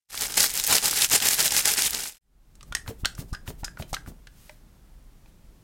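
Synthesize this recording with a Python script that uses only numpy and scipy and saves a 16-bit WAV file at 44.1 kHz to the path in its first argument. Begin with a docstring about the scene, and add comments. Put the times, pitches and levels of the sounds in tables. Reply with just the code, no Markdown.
"""Wrapper and wet pops

Close to the microphone in a small, quiet room, a hand kneads a soft rubber toy in its thin plastic
wrapper: the film ticks and buckles, and stiff creases snap. That fades out, and five wet, squishy,
mouth-like pops fade in: a small cavity sucks open with a rising note, then squelches shut.
Small lip-like ticks fall around and after them, and two faint, breathy hisses follow."""
import sys
import numpy as np
from scipy import signal
from scipy.fft import rfft, irfft
from scipy.io import wavfile
from scipy.ndimage import uniform_filter1d

SR = 44100
rng = np.random.default_rng(int(sys.argv[2]) if len(sys.argv) > 2 else 0)


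def wrap_up_sound(samples):
    """Save the sound to the file named by the first command line argument, as 16-bit audio."""
    columns = np.atleast_2d(samples).T
    # keep every value between -1 and 1, then stretch to whole-number steps
    tamed = np.clip(columns, -1, 1)
    steps = np.round(tamed * 32767).astype(np.int16)
    wavfile.write(sys.argv[1], SR, steps)


N = 248283
TIME = np.arange(N) / SR

# Low rumble, close up. Each row: frequency in Hz, relative level in dB.
RUMBLE_SPECTRUM = [(12, -38.5), (20, 4), (54, -2.5), (75, -14), (114, -13), (151, -14), (412, -27.5),
                   (461, -30), (900, -34.5), (1170, -62), (1980, -120)]
# The faint hiss behind everything. Each row: frequency in Hz, relative level in dB.
HISS_SPECTRUM = [(290, -38), (500, -7), (880, -6), (1090, -4), (2540, -9.5), (14900, -14.5), (16000, -16.5)]
# Strokes of the hand on the wrapper, gripping and easing in turn. 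Each row: start in seconds,
# length in seconds, level in dB, the film's body in dB relative to that level.
HAND_STROKES = [(0.129, 0.091, -38.5, -15), (0.209, 0.039, -28, -13.5), (0.282, 0.07, -41.5, -7.5),
                (0.382, 0.065, -20, -16.5), (0.476, 0.024, -33, -19), (0.556, 0.049, -29, -17),
                (0.64, 0.034, -30, -19.5), (0.707, 0.058, -18.5, -12), (0.845, 0.031, -21, -13.5),
                (0.914, 0.055, -27, -17), (0.982, 0.064, -21.5, -18.5), (1.126, 0.03, -17.5, -14),
                (1.228, 0.11, -21.5, -16.5), (1.395, 0.067, -21, -15), (1.525, 0.072, -23, -16),
                (1.663, 0.07, -22.5, -16), (1.781, 0.086, -24, -17.5), (1.942, .14, -29, -15)]
# The tone of the plastic film. Each row: frequency in Hz, relative level in dB.
FILM_SPECTRUM = [(47, -38), (80, -4), (422, -6), (515, -7), (839, -3.5), (1120, -10.5), (1780, -4.5),
                 (1950, -2.5), (5170, 1), (14300, -7.5), (16000, -14)]
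# The film's lasting resonances. Each row: frequency in Hz, width in Hz, relative level in dB.
FILM_RESONANCES = [(434, 31, -1.5), (826, 23, -7), (2290, 27, -8.5), (2850, 24, -8.5), (5180, 100, -5)]
# The film's body, crackle and sizzle. Each row: low edge in Hz, high edge in Hz.
BODY_CRACKLE_SIZZLE = [(50, 1500), (1500, 8000), (8000, 19000)]
# The loudest creases snapping through. Each row: time in seconds, relative peak in dB, pitch in Hz,
# relative level of the patter that follows in dB.
CREASE_SNAPS = [(0.1442, -20.5, 1440, -30.5), (0.1755, -16.5, 4520, -22), (0.2193, -9.5, 9800, -20),
                (0.3408, -12, 5010, -22), (0.403, -1.5, 6210, -11), (0.4295, 1.5, 8560, -12),
                (0.4414, -5, 1860, -28), (0.5368, -23.5, 10500, -20), (0.5536, -7, 8700, -21),
                (0.5748, -4.5, 8130, -16.5), (0.598, -5.5, 5820, -16), (0.6383, -5.5, 6950, -14),
                (0.6661, -5, 10500, -15), (0.6743, -10, 14100, -10.5), (0.7656, -2.5, 7120, -15),
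                (0.7817, -3.5, 3490, -15.5), (0.8562, -0.5, 6280, -13.5), (0.9102, -4, 7920, -15.5),
                (0.9294, -17, 1470, -24), (0.9735, -6, 7750, -22.5), (1.0206, -0.5, 4200, -8),
                (1.0449, -3.5, 3660, -14), (1.0987, -8.5, 7810, -22.5), (1.1182, -11, 3570, -18.5),
                (1.2017, -8.5, 4270, -18), (1.2858, 4, 7960, -12), (1.4036, -1.5, 6890, -10.5),
                (1.4785, -3.5, 5220, -21.5), (1.507, -10.5, 5040, -18.5), (1.5654, 4, 5960, -19.5),
                (1.5813, -11, 5110, -13.5), (1.6544, -4, 7010, -8.5), (1.6875, -15.5, 3420, -11.5),
                (1.7606, -16.5, 2150, -26), (1.8213, 0, 5910, -15), (1.9063, -5, 13700, -15),
                (1.9476, -3, 5140, -29)]
# The small room's decay. Each row: frequency in Hz, seconds to fall 60 dB.
ROOM_DECAY = [(200, 0.18), (1500, 0.23), (5000, 0.18), (14000, 0.27)]
# Small wet, lip-like ticks. 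Each row: start in seconds, relative ring level in dB,
# ring pitch in Hz, click peak in dB, click pitch in Hz.
WET_TICKS = [(2.554, -66, 1210, -38, 7240), (2.609, -46, 1250, -34, 2840),
             (2.629, -40.5, 1180, -33.5, 6000), (3.151, -49.5, 1500, -33, 6400),
             (3.221, -43, 520, -37, 6500), (3.772, -32.5, 1420, -43, 4000), (3.824, -32, 610, -27.5, 2700),
             (4.271, -42, 1680, -34.5, 2880), (4.495, -41, 870, -32.5, 1800),
             (5.259, -50.5, 852, -49, 2700)]
# Wet films bursting as the cavity opens. Each row: start in seconds, relative ring level in dB,
# click peak in dB, click pitch in Hz, decay of the crackle in seconds.
OPENING_POPS = [(2.7238, -23.5, -25.5, 3040, 0.0031), (2.7504, -16, -7.5, 5150, 0.0029),
                (2.769, -26.5, -28, 3000, .002), (3.048, -21, -21.5, 2800, 0.007),
                (3.056, -16.5, -7.5, 4600, 0.0028), (3.33, -39, -32, 6000, 0.011),
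                (3.348, -26, -31, 3000, 0.0034), (3.6332, -27, -44, 2000, .002),
                (3.645, -32, -17.5, 6300, 0.0072), (3.68, -29, -41, 2500, .002),
                (3.93, -21, -23.5, 6200, .006), (3.941, -23, -20, 3000, 0.0026),
                (3.945, -41, -16, 4600, 0.0036), (3.967, -26, -32, 2500, .0015)]
# A small wet cavity sucks open. Each row: time in seconds, pressure peak in dB, rising note in dB,
# moist fizz in dB, note of the open cavity in Hz.
CAVITY_OPENINGS = [(2.714, -35, -53, -63, 1854), (3.0361, -25, -42, -55, 1632),
                   (3.3279, -24.5, -39, -58, 1700), (3.6321, -29, -43, -54, 1620),
                   (3.9302, -29, -43, -51.5, 1570)]
# Trapped air left ringing by the pops. Each row: start in seconds, level in dB, pitch in Hz,
# seconds to fall 60 dB.
AIR_BUBBLES = [(2.7505, -16, 8140, 0.0139), (2.906, -32.5, 454, 0.097), (3.049, -3, 3160, 0.0032),
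               (3.0566, -11, 4300, 0.0093), (3.349, -29.5, 4970, 0.02), (3.647, -22.5, 5040, 0.027),
               (3.9412, -22, 2120, 0.019), (3.966, -28, 1880, 0.017), (4.4945, -45, 607, 0.13)]
# The cavity squelches shut. Each row: time in seconds, wobble in dB, gurgle in dB,
# moist fizz in dB, smack in dB.
CAVITY_CLOSINGS = [(2.882, -22.5, -36.5, -43.5, -24.5), (3.190, -20.5, -43, -41.5, -50),
                   (3.481, -24, -39.5, -42, -26), (3.798, -24, -40.5, -45.5, -43),
                   (4.077, -24, -42.5, -49, -44)]
# Faint, short, breathy hisses after the pops. Each row: midpoint in seconds, half length in seconds,
# level in dB, pitch in Hz.
SOFT_HISSES = [(4.446, 0.073, -58, 3510), (5.287, 0.014, -68, 2000)]

WRAPPER_IN_S, WRAPPER_OUT_S, POPS_IN_S = (.085, .16), (1.933, 2.187), (2.205, 2.695)   # fades: from, to
CUTOFF_HZ = 16000


def from_db(db):
    """Decibels to gain."""
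    return 10 ** (np.asarray(db) / 20)


def unit_rms(x):
    """Scale to unit power."""
    return x / np.sqrt(np.mean(x ** 2) + 1e-20)


def evened(x):
    """Unit power over every 25 ms or so; single clicks still stand out."""
    return x / np.sqrt(np.abs(uniform_filter1d(x * x, size=1100)) + 1e-6)


def ramp(start_s, end_s):
    """Straight rise from 0 to 1."""
    return np.clip((TIME - start_s) / (end_s - start_s), 0, 1)


def at_hz(points, hz):
    """Read a table on a log-frequency axis."""
    frequencies, values = np.transpose(points)
    return np.interp(np.log(np.maximum(hz, 1)), np.log(frequencies), values)


def band(x, low_hz, high_hz, order=2):
    """Butterworth band-pass."""
    sos = signal.butter(order, [low_hz, min(high_hz, .47 * SR)], "band", fs=SR, output="sos")
    return signal.sosfilt(sos, x + 1e-18)


def colour(x, spectrum):
    """Give a sound a smooth spectrum, at unit power."""
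    hz = np.arange(N + 1) * SR / (2 * N)
    return unit_rms(irfft(rfft(x, 2 * N) * from_db(at_hz(spectrum, hz)))[:N])


def ring(x, hz, t60):
    """A unit click sets a sine of height 1 ringing."""
    radius, angle = from_db(-60 / (t60 * SR)), 2 * np.pi * hz / SR
    return signal.lfilter([0, np.sin(angle)], [1, -2 * radius * np.cos(angle), radius ** 2], x + 1e-18)


def glide(hz):
    """A sine that follows a moving pitch."""
    return np.sin(2 * np.pi * np.cumsum(hz) / SR)


def grains(per_s, spread_db, size):
    """Random clicks of uneven size and sign."""
    sizes = from_db(spread_db * np.minimum(rng.exponential(1, size), 4))
    return sizes * rng.choice([-1, 1], size) * (rng.random(size) < per_s / SR)


def add(out, s, sound):
    """Mix a short sound in at s seconds."""
    i = max(round(s * SR), 0)
    out[i:i + len(sound)] += sound[:N - i]


def rumble_and_hiss(rumble_db=-50, lift_db=5, settle_s=.17, hiss_db=-66):
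    """Low rumble, stronger during the five wet pops, and a faint steady hiss."""
    first, last = CAVITY_OPENINGS[0][0], CAVITY_CLOSINGS[-1][0]
    popping = ramp(first - settle_s, first) - ramp(last, last + settle_s)
    rumble = band(colour(rng.standard_normal(N), RUMBLE_SPECTRUM), 22, 1400)
    hiss = colour(rng.standard_normal(N), HISS_SPECTRUM)
    return from_db(rumble_db + lift_db * popping) * rumble + from_db(hiss_db) * hiss


def kneading(grip_s=.018, ease_s=.021, body_sag_db_per_s=50.5, sizzle_rise_db_per_s=33, pause_s=1.083):
    """Crackle, body and sizzle levels in dB: each stroke swells, holds and dies, brightening as it goes."""
    power = from_db([[-37], [-53], [-37]]) ** 2   # the film never rests while it is held
    for s, length, db, body_db in HAND_STROKES:
        flank = np.maximum(s - TIME, 0) / grip_s + np.maximum(TIME - s - length, 0) / ease_s
        stroke = from_db(db) * np.exp(-np.minimum(flank ** 1.3, 20))
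        from_mid_s = np.clip(TIME - s - length / 2, -length / 2, length / 2)
        # broad folds give way first, the finest wrinkles last
        tilt_db = [np.zeros(N), body_db - body_sag_db_per_s * from_mid_s,
                   sizzle_rise_db_per_s * from_mid_s]
        power = power + (stroke * from_db(tilt_db)) ** 2
    pause_db = -11 * np.exp(-.5 * ((TIME - pause_s) / .012) ** 2)   # the hand stops for an instant
    return 10 * np.log10(power) + pause_db


def crinkle(ticks_per_s=9000, buckles_per_s=5000, ring_cycles=13, clump_db=1.78, clumps_per_s=130):
    """The film ticks more densely the harder the hand kneads; buckling facets ring for a few cycles."""
    crackle_db, body_db, sizzle_db = kneading()
    effort = from_db(.52 * (crackle_db + 25.5))   # scales both rates
    ticks = grains(ticks_per_s * effort, spread_db=4.5, size=N)
    buckles = grains(buckles_per_s * effort, spread_db=5.5, size=N)
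    facet_of = rng.integers(0, 40, N)
    facets = sum(unit_rms(ring(buckles * (facet_of == k), hz, ring_cycles / hz)) * np.sqrt(hz)
                 for k, hz in enumerate(np.geomspace(1100, 16000, 40)))
    film = colour(unit_rms(ticks) + .98 * unit_rms(facets), FILM_SPECTRUM)
    film = film + sum(from_db(db) * signal.lfilter(*signal.iirpeak(hz, hz / width, fs=SR), film)
                      for hz, width, db in FILM_RESONANCES)
    levels_db = [body_db, crackle_db - 5, sizzle_db - 5]
    kneaded = sum(from_db(db) * evened(band(film, low, high, order=4))
                  for (low, high), db in zip(BODY_CRACKLE_SIZZLE, levels_db))
    # neighbouring creases give way together
    clumps = unit_rms(np.interp(TIME * clumps_per_s, np.arange(4000), rng.standard_normal(4000)))
    return kneaded * from_db(clump_db * clumps)


def small_creases(median_gap_s=1 / 12, median_hz=6500):
    """Lesser creases flip at random, louder under a harder grip; rows as in CREASE_SNAPS."""
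    gap_chance, level_chance, pitch_chance = rng.standard_normal((120, 3)).T
    s = WRAPPER_IN_S[0] + np.cumsum(median_gap_s * np.exp(.5 * gap_chance))
    grip_db = np.interp(s, TIME, kneading()[0])
    peak_db = -11 + .46 * (grip_db + 25) - 1.5 * level_chance
    hz = np.minimum(median_hz * 2 ** (.5 * pitch_chance), CUTOFF_HZ)
    return np.transpose([s, peak_db, hz, peak_db - 10.5])[s < WRAPPER_OUT_S[1]]


def snaps(ring_cycles=6, patter_s=.0023, give_s=.0007):
    """A stiff crease gives, flips with a crack and a brief ring, and sets the film around it pattering."""
    out, t = np.zeros(N), TIME[:1500]
    for s, peak_db, hz, patter_db in [*CREASE_SNAPS, *small_creases()]:
        click = band(1. * (t == 0), hz / 1.5, hz * 1.5, order=1)
        snap = click + .12 * ring(click, hz, ring_cycles / hz)
        snap /= np.abs(snap).max()
        patter = unit_rms(band(rng.standard_normal(len(t)), hz / 1.5, hz * 1.5, order=1))
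        patter *= np.exp(-t / patter_s) * (1 - np.exp(-t / .00017))
        add(out, s + give_s, from_db(patter_db - 1.5) * patter - from_db(peak_db - 2.5) * snap)
    return out


def room(x, build_s=.0016):
    """The small room's diffuse tail, each octave dying at its own rate."""
    t = TIME[:SR // 2]
    tail = np.zeros(len(t))
    for low_hz in 125 * 2. ** np.arange(7):
        t60 = at_hz(ROOM_DECAY, low_hz * np.sqrt(2))
        tail += band(rng.standard_normal(len(t)), low_hz, 2 * low_hz) * from_db(-60 * t / t60)
    tail *= 1 - np.exp(-t / build_s)
    return signal.fftconvolve(x, tail / np.linalg.norm(tail))[:N]


def cavity_hz(since_s, open_hz, shut_hz=746, opening_s=.0109):
    """The cavity's note rises as it widens."""
    return open_hz + (shut_hz - open_hz) * np.exp(-since_s / opening_s)


def breaking_films(smack_lead_s=.004, smack_ring_hz=935, smack_hz=1944, smack_s=.0033, tick_s=.0035):
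    """Rows for pops(): bursts on opening, smacks as the walls first touch, and lip-like ticks."""
    bursts = []
    for s, ring_db, *click in OPENING_POPS:
        opened_s, *_, open_hz = min(CAVITY_OPENINGS, key=lambda opening: abs(opening[0] - s))
        bursts.append((s, ring_db, cavity_hz(abs(s - opened_s), open_hz), *click))
    smacks = [(s - smack_lead_s, db - 6.5, smack_ring_hz, db, smack_hz, smack_s)
              for s, *_, db in CAVITY_CLOSINGS]
    return bursts + smacks + [(*tick, tick_s) for tick in WET_TICKS]


def pops(ring_s=.0029, swell_s=.00079, pitch_rise=.072, band_ratio=1.336):
    """A wet film breaks with a click; the cavity behind it rings unevenly, rising as it widens."""
    out, t = np.zeros(N), TIME[:3000]
    for s, ring_db, ring_hz, click_db, click_hz, crackle_s in breaking_films():
        pitch = ring_hz * (1 + pitch_rise * (1 - np.exp(-t / .01)))
        flutter = 1 + .39 * unit_rms(band(rng.standard_normal(len(t)), 87, 1100))
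        cavity = flutter * glide(pitch) * np.exp(-t / ring_s) * (1 - np.exp(-t / swell_s))
        crack = (t == 0) + .22 * rng.standard_normal(len(t)) * np.exp(-t / crackle_s)
        click = band(crack, click_hz / band_ratio, click_hz * band_ratio, order=1)
        click = band(click, 240, 12500, order=1)
        add(out, s, from_db(ring_db + 2.5) * cavity + from_db(click_db) * click / np.abs(click).max())
    return out


def fizzes(lead_s=.029, lag_s=.0094, half_s=.014, opening_hz=13000, closing_hz=7140, band_ratio=4.7):
    """A moist fizz of tiny ticks before each opening and after each closing; later, breathy hisses."""
    out, t = np.zeros(N), TIME[:SR // 2] - .25
    openings = [(s - lead_s, half_s, db, opening_hz) for s, _, _, db, _ in CAVITY_OPENINGS]
    closings = [(s + lag_s, half_s, db, closing_hz) for s, _, _, db, _ in CAVITY_CLOSINGS]
    for s, half_length, db, hz in openings + closings + SOFT_HISSES:
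        ticks = grains(per_s=5000, spread_db=-1.5, size=len(t))
        fizz = unit_rms(band(ticks, hz / band_ratio, hz * band_ratio, order=1))
        add(out, s + t[0], from_db(db) * fizz * np.exp(-.5 * (t / half_length) ** 2))
    return out


def sucks(build_s=.0039, flip_s=.00085, relax_s=.0042, note_peak_s=.01):
    """Pressure sinks as the cavity is pulled open, then flips as air rushes in and its note glides up."""
    out, t = np.zeros(N), TIME[:5000] - .04
    since = np.maximum(t, 0)
    for s, peak_db, note_db, _, open_hz in CAVITY_OPENINGS:
        pulse = np.tanh(t / flip_s) / (np.exp(-t / build_s) + np.exp(t / relax_s))
        flutter = unit_rms(band(rng.standard_normal(len(t)), 9.3, 300))
        swell = since / note_peak_s * np.exp(1 - since / note_peak_s)
        note = flutter * swell * glide(cavity_hz(since, open_hz))
        add(out, s + t[0], from_db(peak_db) * pulse / np.abs(pulse).max() + from_db(note_db) * note)
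    return out


def bubbles(swell_s=.00041):
    """Each bubble of trapped air rings as one quickly dying tone."""
    out, t = np.zeros(N), TIME[:4000]
    for s, db, hz, t60 in AIR_BUBBLES:
        envelope = from_db(db - 60 * t / t60) * (1 - np.exp(-t / swell_s))
        add(out, s, envelope * np.sin(2 * np.pi * hz * t))
    return out


def squelches(wobble_hz=100, wobble_s=.0053, slosh_db=-8, slosh_s=.024,
              open_hz=1550, shut_hz=400, closing_s=.00471, gurgle_s=.018, blip_s=.0013):
    """The closing cavity's note falls in little blips; the soft walls slap together and wobble."""
    out, t = np.zeros(N), TIME[:9000] - .04
    since = np.maximum(t, 0)
    pitch = shut_hz + (open_hz - shut_hz) / (1 + np.exp((t + .00224) / closing_s))
    wobble = -np.sin(2 * np.pi * wobble_hz * since) * np.exp(-since / wobble_s)
    for s, wobble_db, gurgle_db, *_ in CAVITY_CLOSINGS:
        slosh = unit_rms(band(rng.standard_normal(len(t)), 37, 230))
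        slosh *= np.exp(-since / slosh_s) * (1 - np.exp(-since / .0096))
        walls = wobble + from_db(slosh_db) * slosh
        onsets = grains(per_s=450, spread_db=5.5, size=len(t))
        blips = unit_rms(signal.lfilter([1], [1, -np.exp(-1 / (blip_s * SR))], onsets))
        gurgle = blips * glide(pitch) * np.exp(-.5 * ((t - .012) / gurgle_s) ** 2)
        add(out, s + t[0], from_db(wobble_db) * walls + from_db(gurgle_db) * gurgle)
    return out


def scene(wrapper_room_db=-17.5, pops_room_db=-12.5):
    """One close microphone, a little room behind: the wrapper fades in and out, then the pops fade in."""
    wrapper = (crinkle() + snaps()) * (TIME < WRAPPER_OUT_S[1])
    wet_pops = pops() + bubbles() + sucks() + squelches() + fizzes()
    reverb = room(from_db(wrapper_room_db) * wrapper + from_db(pops_room_db) * wet_pops)
    fader = np.maximum(ramp(*WRAPPER_IN_S) - ramp(*WRAPPER_OUT_S) + ramp(*POPS_IN_S), .002)
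    return (fader * (wrapper + wet_pops + reverb + rumble_and_hiss()))[None]


def record(dry, overload_peak=.75):
    """The recorder rounds off the sharpest snaps and cuts the top steeply."""
    rounded = dry / (1 + (dry / overload_peak) ** 6) ** (1 / 6)
    return signal.sosfilt(signal.ellip(10, .1, 80, CUTOFF_HZ, fs=SR, output="sos"), rounded)


dry = scene()
out = record(dry)
wrap_up_sound(out)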